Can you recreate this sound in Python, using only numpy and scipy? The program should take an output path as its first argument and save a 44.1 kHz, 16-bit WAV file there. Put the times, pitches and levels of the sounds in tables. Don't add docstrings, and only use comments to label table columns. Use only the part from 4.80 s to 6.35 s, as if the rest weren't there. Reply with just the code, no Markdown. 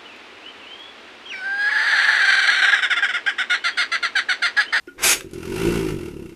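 import sys
import numpy as np
from scipy import signal
from scipy.fft import rfft, irfft
from scipy.io import wavfile
from scipy.ndimage import uniform_filter1d

SR = 44100
rng = np.random.default_rng(int(sys.argv[2]) if len(sys.argv) > 2 else 0)


def wrap_up_sound(samples):
    columns = np.atleast_2d(samples).T
    tamed = np.clip(columns, -1, 1)
    steps = np.round(tamed * 32767).astype(np.int16)
    wavfile.write(sys.argv[1], SR, steps)


N = 68355
TIME = np.arange(N) / SR
FIRST_PUFF_S = 0.4467

# frequency_hz, level_db
TICK_SPECTRUM = [(300, -32), (900, -24), (1400, 2), (2500, 2.5), (4500, -16), (12000, -20.5)]
# frequency_hz, level_db
JET_SPECTRUM = [(200, -23), (364, -10), (600, -12.5), (800, -4.5), (1050, -9.5), (1480, -1), (1750, -6),
                (2150, -0.5), (3200, -4.5), (4500, -3.5), (6500, -3), (8500, -5.5), (11000, -4),
                (12500, -10.5), (14500, -18)]
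# time_s, thump_db, hiss_db
BURN_LEVELS = [(.445, -26.5, -59), (.49, -34, -55), (.56, -20, -43.5), (.62, -26.5, -40), (.69, -16.5, -37),
               (.78, -17, -30), (.88, -10, -28.5), (.96, -13.5, -29), (1.03, -13, -33), (1.1, -15, -32.5),
               (1.17, -17, -42), (1.27, -21, -40.5), (1.36, -22.5, -50), (1.45, -23.5, -48.5),
               (1.55, -31.5, -52)]


def from_db(db):
    return 10 ** (np.asarray(db) / 20)


def in_time(rows):
    times, *columns = np.transpose(rows)
    return [np.interp(TIME, times, column) for column in columns]


def noise(spectrum, modes=()):
    hz = np.fft.rfftfreq(N, 1 / SR) + 1
    points_hz, points_db = np.transpose(spectrum)
    broad_db = np.interp(np.log(hz), np.log(points_hz), points_db)
    narrow_db = sum(db / (1 + (2 * (hz - centre) / width) ** 2) for centre, width, db in modes)
    shaped = irfft(rfft(rng.standard_normal(N)) * from_db(broad_db + narrow_db), N)
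    return shaped / np.sqrt(np.mean(shaped ** 2) + 1e-20)


def split(x, hz):
    low = signal.sosfiltfilt(signal.butter(2, hz, fs=SR, output="sos"), x)
    return low, x - low


def resonate(x, hz, width_hz):
    r = np.exp(-np.pi * width_hz / SR)
    return signal.lfilter([.5, 0, -.5], [1, -2 * r * np.cos(2 * np.pi * hz / SR), r * r], x + 1e-18)


def clicks(times, gains):
    return np.bincount((np.maximum(times, 0) * SR).astype(int), gains, N)[:N]


def since(start_s):
    return np.maximum(TIME - start_s, 0)


def dying(start_s, decay_s):
    return (TIME >= start_s) * np.exp(-since(start_s) / decay_s)


def background():
    floor_spectrum = [(18, -37), (30, 2), (212, -2), (674, -12), (766, -3), (827, -9), (3400, -14.5),
                      (5140, -17), (14000, -22.5)]
    return from_db(-59) * noise(floor_spectrum)


def knock():
    # pitch_hz, level_db, t60_s, delay_s
    knock_modes = [(276, -13.5, 0.28, 0.0049), (355, 4, 0.045, 0.0029), (1438, -5.5, 0.19, 0.0081),
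                   (2084, -15.5, 0.052, 0), (3050, -18, 0.048, 0.014), (5300, -12, 0.014, 0)]
    start_s, knock_db, rise_s = 0.072, -28.5, 0.0018
    sound = from_db(-49.5) * dying(start_s, decay_s=0.033) * noise(TICK_SPECTRUM)
    for hz, db, t60_s, delay_s in knock_modes:
        age = since(start_s + delay_s)
        envelope = from_db(knock_db + db - 60 * age / t60_s) * (1 - np.exp(-age / rise_s))
        sound += envelope * np.sin(2 * np.pi * hz * age)
    return sound


def ignition():
    catch_spectrum = [(300, -16), (600, -11), (900, -2), (1400, -0.5), (2200, 0.5), (3000, -11.5),
                      (6000, -25), (14000, -40)]
    start_s, peak_s = 0.18, 0.252
    level_db = -42 + 193 * since(start_s) - 900 * since(peak_s)
    return from_db(level_db) * (TIME > start_s) * noise(catch_spectrum)


def outflow_db():
    swell_s, flare_s, hold_s, collapse_s, stop_s = 0.192, 0.2193, 0.24, 0.33, 0.423
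    onset = 898 * np.minimum(TIME - swell_s, 0)
    swell = 255 * np.minimum(TIME - flare_s, 0)
    flare = np.interp(TIME, [flare_s, hold_s], [-17, 0])
    collapse = -454 * since(collapse_s)
    afterflow = -25.5 - 57 * since(collapse_s) - 550 * since(stop_s)
    return onset + swell + flare + np.maximum(collapse, afterflow)


def whoosh():
    jet_modes = [(1325, 94, 1.5), (2110, 97, 4.5), (2370, 45, 7.5), (2530, 20, 12), (2860, 14, 11.5),
                 (3475, 17, 6), (3687, 34, 6.5), (4140, 160, -10), (5430, 56, 2.5), (6240, 22, 4),
                 (6460, 19, 6), (6630, 30, 13), (7980, 100, -12), (7770, 35, 13), (8500, 24, 8),
                 (8800, 110, -14), (9185, 25, 6)]
    rumble_spectrum = [(25, 2.5), (60, -2.5), (120, -0.5), (250, -3.5), (360, 10.5), (520, 2.5), (900, -52)]
    flow_db = outflow_db()
    body, treble = split(noise(JET_SPECTRUM, jet_modes), hz=4700)
    rush = body * from_db(flow_db) + treble * from_db(1.55 * flow_db)
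    rumble = from_db(-35 + 0.3 * flow_db) * noise(rumble_spectrum)
    return from_db(-15) * rush + rumble


def spits():
    spit_bursts = [(.5115, -45, 0.0032), (.534, -39.5, 0.012)]
    tick = from_db(-20) * dying(start_s=0.4085, decay_s=0.0018) * noise(TICK_SPECTRUM)
    envelope = sum(from_db(db) * dying(start_s, decay_s) for start_s, db, decay_s in spit_bursts)
    return tick + envelope * noise(JET_SPECTRUM)


def puff_times():
    puff_rate = [(.445, 47.69), (.63, 40.44), (.8, 54.65), (.92, 58.32), (1.12, 50.61), (1.23, 42.73),
                 (1.28, 35.6), (1.38, 36.28), (1.47, 27.17), (1.52, 35.5), (1.54, 20)]
    rate_hz, = in_time(puff_rate)
    cycles = np.ceil(np.cumsum(rate_hz * (TIME >= FIRST_PUFF_S)) / SR)
    return TIME[1:][np.diff(cycles) > 0]


def thumps(times):
    # pitch_hz, width_hz, level_db, growth_db_per_db
    air_modes = [(73, 58, -4, -0.1), (161, 56, -5.5, 0.2), (231.2, 12.6, -19, 0), (320.3, 24, -22.5, 0.5),
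                 (341.9, 23.6, -8.5, -0.36), (375, 35.4, 0, 0.1), (347, 124, -7.5, 0.8), (439, 24, -17, 3)]
    full_puff_db, puff_scatter_db, mode_scatter_db = -13, 1.1, 1.3
    inrush_lead_s, inrush_share, puff_width_s = 0.0015, 0.52, 0.00064
    thump_db, _ = in_time(BURN_LEVELS)
    chance = rng.standard_normal((len(times), len(air_modes) + 1))
    puff_db = np.interp(times, TIME, thump_db) + puff_scatter_db * chance[:, -1]
    air = 0
    for k, (hz, width_hz, db, growth) in enumerate(air_modes):
        mode_db = db + growth * (puff_db - full_puff_db)
        gains = from_db(puff_db + mode_db + mode_scatter_db * chance[:, k])
        drive = clicks(times, gains) - inrush_share * clicks(times - inrush_lead_s, gains)
        air += resonate(drive, hz, width_hz)
    pulse = np.exp(-.5 * (np.arange(-200, 201) / SR / puff_width_s) ** 2)
    return np.convolve(air, pulse / pulse.sum(), "same")


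def roar():
    roar_spectrum = [(25, -10), (60, -18.5), (150, -9.5), (230, -10), (280, -7.5), (340, -2.5), (390, -2.5),
                     (480, -16), (600, -26.5), (1000, -50.5)]
    thump_db, _ = in_time(BURN_LEVELS)
    return from_db(thump_db - 17) * (TIME > FIRST_PUFF_S) * noise(roar_spectrum)


def hisses(times):
    hiss_spectrum = [(300, 2.5), (650, -9.5), (900, -2.5), (1100, -7.5), (1400, -0.5), (1600, -8),
                     (2000, -3.5), (2800, -3.5), (3900, -11.5), (5200, -10), (7500, -15), (10500, -14),
                     (14000, -22)]
    opening_modes = [(956, 65, 7), (1301, 51, 6.5), (1484, 54, 10), (2190, 90, 4.5), (2384, 61, 5.5),
                     (2390, 90, -2), (2730, 86, 7)]
    whistle_spectrum = [(1500, -33), (2550, -22), (2720, -4), (2900, -19), (4500, -42)]
    _, hiss_db = in_time(BURN_LEVELS)
    strengths = from_db(2.5 * rng.standard_normal(len(times)))

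    def flow(lag_s, decay_s, steady):
        surges = signal.fftconvolve(clicks(times + lag_s, strengths), dying(0, decay_s))[:N]
        return uniform_filter1d(surges, size=170) + steady * (TIME > FIRST_PUFF_S)

    hiss, sizzle = split(from_db(hiss_db) * noise(hiss_spectrum, opening_modes), hz=2700)
    whistle = from_db(-36.5 + 0.4 * hiss_db) * noise(whistle_spectrum)
    long_flow = flow(lag_s=0.0023, decay_s=0.012, steady=0.14)
    brief_flow = flow(lag_s=0.0012, decay_s=0.0054, steady=0.45)
    return (hiss + whistle) * long_flow + sizzle * brief_flow


def room(x, t60_s=0.21, gap_s=0.004):
    tail = rng.standard_normal(N) * (TIME > gap_s) * from_db(-60 * TIME / t60_s)
    return signal.fftconvolve(x, tail / np.sqrt(np.sum(tail ** 2)))[:N]


def scene():
    times = puff_times()
    bright = knock() + ignition() + whoosh() + spits() + hisses(times)
    low = thumps(times) + roar()
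    reflections = room(from_db(-10) * bright + from_db(-18) * low)
    return (bright + low + reflections + background())[None]


def record(dry):
    ceiling, cutoff_hz = 0.98, 14200
    low_pass = signal.ellip(10, .1, 80, cutoff_hz, fs=SR, output="sos")
    return signal.sosfilt(low_pass, ceiling * np.tanh(dry / ceiling))


dry = scene()
out = record(dry)
wrap_up_sound(out)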